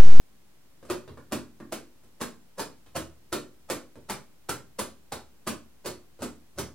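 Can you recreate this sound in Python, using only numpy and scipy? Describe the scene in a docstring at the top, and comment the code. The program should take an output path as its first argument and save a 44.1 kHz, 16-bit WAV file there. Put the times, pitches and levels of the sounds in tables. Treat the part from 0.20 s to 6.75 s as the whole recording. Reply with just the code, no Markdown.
"""In a small, live room, fingers softly bump a clear plastic box on a table, close to two microphones.
From 0.7 s to 6.4 s sixteen clicks of rocker switches on plastic boxes follow one another,
each with its own tone. A finger tips the rocker, the spring snaps over and the rocker hits its stop;
box and table ring, and the room answers. More soft bumps fall between the presses."""
import sys
import numpy as np
from scipy import signal
from scipy.fft import rfft, irfft
from scipy.io import wavfile
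from scipy.ndimage import uniform_filter1d

SR = 44100
rng = np.random.default_rng(int(sys.argv[2]) if len(sys.argv) > 2 else 0)


def persist_wave(psi):
    """Save psi, clipped to +-1, as 16-bit WAV."""
    counts = np.round(np.clip(psi, -1, 1) * 32767).astype(np.int16)
    wavfile.write(sys.argv[1], SR, np.atleast_2d(counts).T)


N = 288816
SIZE = 32768  # samples in one hit with its tail
HZ, T = np.fft.rfftfreq(SIZE, 1 / SR), np.arange(SIZE) / SR


def switches(lead_s=.05, usual_tip_s=.005, stop_db=-1.5, lid_db=-28, box_db=-3):
    """The rocker tips, snaps and hits its stop; the snap also sets the hollow box and the table ringing."""
    # one row a press: snap_s, level_db, bright_db_per_octave, tip_s, rub_db, thump_hz, thump_db,
    # lid_hz, ping_hz, shake_db, shake_tilt_db_per_octave
    presses = [ (0.7000, 0.5, -1.06, 0.0072, -15, 364, -18, 1240, 2510, 2.5, 0.5),
               (1.1218, 1, -.5, 0.0053, -17.5, 220, -22.5, 607, 2630, 12.5, 3.5),
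               (1.5230, -3, 0, 0.0035, -16.5, 330, -28.5, 650, 2460, 4.5, 8),
               (2.0132, -1, 0, .006, -4.5, 235.6, -23.5, 1093, 1700, -8, 4),
               (2.3946, -1, 0, 0.0094, -3, 284, -31, 900, 4700, 1.5, 2.5),
               (2.7618, -1.16, .1, .006, -1, 334, -24.5, 650, 2840, -0.5, -6.5),
               (3.1271, 1.75, -0.3, 0.0034, -13, 359, -17, 1334, 4000, 10, 6),
               (3.5, 2.4, 0, 0.0076, -16, 323, -29, 510, 2200, 9.5, 8.5),
               (3.8980, 0, 0, .0055, -7, 209, -28.5, 870, 2220, -5, -1),
               (4.293, 1, 0.5, .003, -7, 125, -28, 1340, 1500, 2, 2.5),
               (4.5918, 1, 0.1, 0.0034, -4.5, 224, -25, 990, 9900, -9, -7),
               (4.922, -3.5, -.5, 0.0026, -15.5, 500, -43, 810, 4040, -2.5, -3),
               (5.2736, .7, 0.2, 0.0042, -7, 230, -22.5, 1204, 2730, 1, -2.5),
               (5.6593, -2.5, 0.46, .008, -7, 362, -26.5, 504, 4640, 2, -0.5),
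               (6.0210, -2.5, -0.9, 0.012, -10.5, 238.5, -23.5, 582, 7950, 5, 6),
               (6.3859, -1.5, 0, .0055, -7.5, 178, -32, 378, 5800, 4, -3.5)]
    out = np.zeros((2, N))
    for s, db, bright, tip_s, rub_db, thump_hz, thump_db, lid_hz, ping_hz, shake_db, tilt in presses:
        slowness = tip_s / usual_tip_s
        travel_s = .005 * slowness ** .4  # a slowly tipped rocker reaches its stop later
        direct_db = .46 - 2.5 * np.log2(slowness)  # a quick press is crisp, a slow one mostly room
        colour = box_colour(thump_hz, ping_hz)
        rub = pivot_rub(db + rub_db, bright - 1.7, lead_s - tip_s, swell_s=.49 * tip_s, fade_s=.56 * tip_s)
        snap = blow(db, bright, ring_s=.0017) * delayed(lead_s)
        stop = blow(db + stop_db, bright + .085, ring_s=.00056) * delayed(lead_s + travel_s)
        add(out, s - lead_s, in_room(colour * (rub + snap), direct_db))
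        add(out, s - lead_s, in_room(colour * stop, direct_db - 2))
        # the whole box swells into its thump; the light lid rings at once
        thump = box_mode(thump_hz, thump_db, t60=.1, rise_s=.004, swing=np.sin)
        lid = box_mode(lid_hz, db + lid_db, t60=.048, rise_s=.0005, swing=np.cos)
        add(out, s, in_room(gain_of(box_db) * (thump + lid), direct_db=9))
        add(out, s, table_shake(shake_db, tilt))
    return out


def pivot_rub(db, bright, peak_s, swell_s, fade_s):
    """The rocker rubs briefly on its pivot as the finger tips it."""
    envelope = np.exp(-np.maximum((peak_s - T) / swell_s, (T - peak_s) / fade_s))
    rub = rng.standard_normal(SIZE) * envelope
    return plastic(db, bright) * rfft(rub / np.linalg.norm(rub))


def blow(db, bright, ring_s, rattle_above_hz=1100):
    """Plastic parts meet in a burst of tiny contacts: one push in the bass, a rattle in the treble."""
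    burst = rng.standard_normal(SIZE) * np.exp(-T / ring_s)
    rattle_share = HZ ** 2 / (HZ ** 2 + rattle_above_hz ** 2)
    chatter = rfft(burst / np.linalg.norm(burst)) * np.sqrt(rattle_share) + np.sqrt(1 - rattle_share)
    return plastic(db, bright) * flatten(chatter, bins=420)


def plastic(db, bright, pivot_hz=1500, boost_db=3):
    """Spectrum of struck plastic, tilted by bright dB per octave."""
    # tone of a plastic click: frequency_hz, gain_db
    click = [(30, -10.5), (70, -3), (130, 0), (260, 4), (400, 6), (560, 5.5), (780, -0.5), (1050, 2.5),
             (1550, -0.5), (2000, -5), (2800, -6.5), (4800, -6), (6500, -7), (9500, -6.5), (15500, -14)]
    tilt_db = bright * np.log2(np.maximum(HZ, 150) / pivot_hz)
    return causal(db + boost_db + curve(click, HZ) + tilt_db)


def box_colour(thump_hz, ping_hz):
    """The hollow under a switch resonates above the box's thump; the rocker plate lifts its own pitch."""
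    cavity = resonance(1.593 * thump_hz, db=4.5, width=.12)
    plate = resonance(ping_hz, db=4.5, width=.1)
    return causal(cavity + plate)


def box_mode(hz, db, t60, rise_s, swing):
    """Spectrum of one dying vibration of a box."""
    return rfft(gain_of(db - 60 * T / t60) * swing(2 * np.pi * hz * T) * (1 - np.exp(-T / rise_s)))


def finger_bumps(brush_db=-30.5):
    """Dull knocks as fingers land on a box or leave it; the pad damps the box, so its ring is broad."""
    # one row a bump or brush: start_s, level_db, ring_hz, shake_db, shake_tilt_db_per_octave
    bumps = [ (0.628, -21, 340, -10, -1), (0.651, -23, 8500, -26, -11), (0.8781, -17, 3800, -6, -7),
             (0.9738, -19, 1470, -7.5, 3), (1.402, -18, 1660, 3.5, 4.5), (1.836, -29.5, 298, -16.5, -3),
             (2.663, -28, 3330, -21, -5), (3.7566, -21.5, 500, -9, -3.5), (5.992, -22.5, 520, -13, -9.5),
             (6.36, -30, 400, -15, -10)]
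    out = np.zeros((2, N))
    for s, db, ring_hz, shake_db, tilt in bumps:
        bright = -.3226 * (db - brush_db)  # a light brush is as bright as a click, a firmer pad duller
        knock = blow(db, bright, ring_s=.005) * causal(resonance(ring_hz, db=8, width=.35))
        add(out, s, in_room(knock, direct_db=0))
        add(out, s, table_shake(shake_db, tilt))
    return out


def table_shake(db, tilt, rise_s=.015, pivot_hz=270, trim_db=-48.5):
    """The push passes through the box into the table, whose low modes swell and die."""
    # modes of the table and the air around it: pitch_hz, level_db, t60_s
    modes = [(74.1, -5, 0.68), (89.2, 2.5, 0.21), (114.6, 0, 0.44), (146.2, 0, 0.38), (218.3, 5, .3),
             (249.2, 2.5, 0.43), (296, 3.5, 0.39), (342.3, -2, 0.42), (385, -10, 0.29)]
    rings = np.zeros(SIZE)
    for hz, mode_db, t60 in modes:
        envelope = gain_of(mode_db + tilt * np.log2(hz / pivot_hz) - 60 * T / t60)
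        rings += envelope * np.sin(2 * np.pi * (hz * T + rng.random()))
    return np.tile(gain_of(trim_db + db) * rings * (1 - np.exp(-T / rise_s)), (2, 1))


def in_room(spectrum, direct_db, right_lag_samples=1.47):
    """A hit reaches the microphones directly and as reflections; the left one hears it first."""
    # direct sound against the reflections: frequency_hz, gain_db
    direct = [(100, -15), (300, -10), (600, -4.5), (1500, -8), (4000, -8.5), (10000, -4)]
    path = reflections() + causal(curve(direct, HZ) + direct_db)
    path[1] *= delayed(right_lag_samples / SR)
    fade_out = np.clip(3 - 4 * T / T[-1], 0, 1)
    return irfft(spectrum * path) * fade_out


def reflections(build_s=.0011, even_hz=140):
    """Stereo spectrum of the room's dense reflections, which build up fast and die band by band."""
    # reverb time: frequency_hz, t60_s
    decay = [(70, 0.52), (160, 0.43), (300, 0.33), (650, 0.28), (1400, 0.28), (3200, 0.26), (7000, 0.27),
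             (13000, 0.19)]
    # stereo image of the reverb: frequency_hz, left_right_correlation
    image = [(60, 0.49), (1000, 0.72), (3000, 0.75), (4500, 0.58), (6500, -0.85), (10000, -0.031),
             (15000, 0.34)]
    hz, t, bands = signal.stft(rng.standard_normal((2, SIZE)), SR, nperseg=256)
    bands = bands * gain_of(-60 * t / curve(decay, hz)[:, None])
    tail = signal.istft(bands, SR, nperseg=256)[1][:, :SIZE] * (1 - np.exp(-T / build_s))
    diffuse = flatten(rfft(tail), bins=int(even_hz / HZ[1]))  # the same energy in every band
    trimmed = irfft(diffuse) * (T < T[-1] / 2)
    return stereo(rfft(trimmed), image, HZ)


def room_tone(level_db=-64):
    """Steady room tone under the hiss of the microphones."""
    # tone of the noise bed: frequency_hz, density_db
    bed = [(15, -45), (25, -10), (59, -1), (96, -7), (119, -5), (227, -4.5), (260, -7.5), (305, -8),
           (368, -10), (614, -15), (826, -16.5), (1450, -19.5), (1710, -20.5), (15500, -26.5)]
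    # stereo image of the bed: frequency_hz, left_right_correlation
    image = [(60, 0.27), (240, 0.16), (950, 0.35), (3770, -0.13), (15000, 0.0064)]
    hz = np.fft.rfftfreq(N, 1 / SR)
    white = stereo(rfft(rng.standard_normal((2, N))), image, hz)
    noise = irfft(white * gain_of(curve(bed, hz)), N)
    return gain_of(level_db) * noise / noise.mean(0).std()


def gain_of(db):
    """Decibels to amplitude."""
    return 10 ** (np.asarray(db) / 20)


def curve(points, hz):
    """Joins (Hz, value) points by straight lines on a log-frequency axis."""
    f, value = np.transpose(points)
    return np.interp(np.log(hz + 1), np.log(f + 1), value)


def resonance(hz, db, width):
    """A peak in dB whose width is a share of its frequency."""
    return db / (1 + ((HZ - hz) / (width * hz)) ** 2)


def causal(db):
    """The spectrum with these gains that starts at once and rings afterwards (minimum phase)."""
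    log_gain = np.log(gain_of(db))
    phase = -signal.hilbert(np.r_[log_gain, log_gain[-2:0:-1]]).imag[:len(db)]
    return np.exp(log_gain + 1j * phase)


def flatten(spectrum, bins):
    """Evens out a spectrum's broad shape and keeps its fine grain."""
    return spectrum / np.sqrt(uniform_filter1d(abs(spectrum) ** 2, bins))


def delayed(s):
    """Spectrum of a delay."""
    return np.exp(-2j * np.pi * HZ * s)


def stereo(spectra, image, hz):
    """Two unrelated spectra become a left and a right one of the given correlation."""
    alike = curve(image, hz)
    return np.array([spectra[0], alike * spectra[0] + np.sqrt(1 - alike ** 2) * spectra[1]])


def add(mix, s, sound):
    """Mixes a stereo sound in at s seconds."""
    part = mix[:, round(s * SR):][:, :sound.shape[1]]
    part += sound[:, :part.shape[1]]


def scene(pan_db=.62):
    """Switches and fingers, a little stronger on the right, over the quiet room."""
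    return (switches() + finger_bumps()) * gain_of([[-pan_db], [pan_db]]) + room_tone()


def record(dry, edge_hz=16000, offset=-.0019):
    """The converter's band limit and its small steady offset."""
    lowpass = signal.firwin(511, edge_hz, window=("kaiser", 9), fs=SR)
    return signal.oaconvolve(dry, lowpass[None], "same") + offset


dry = scene()
out = record(dry)
persist_wave(out)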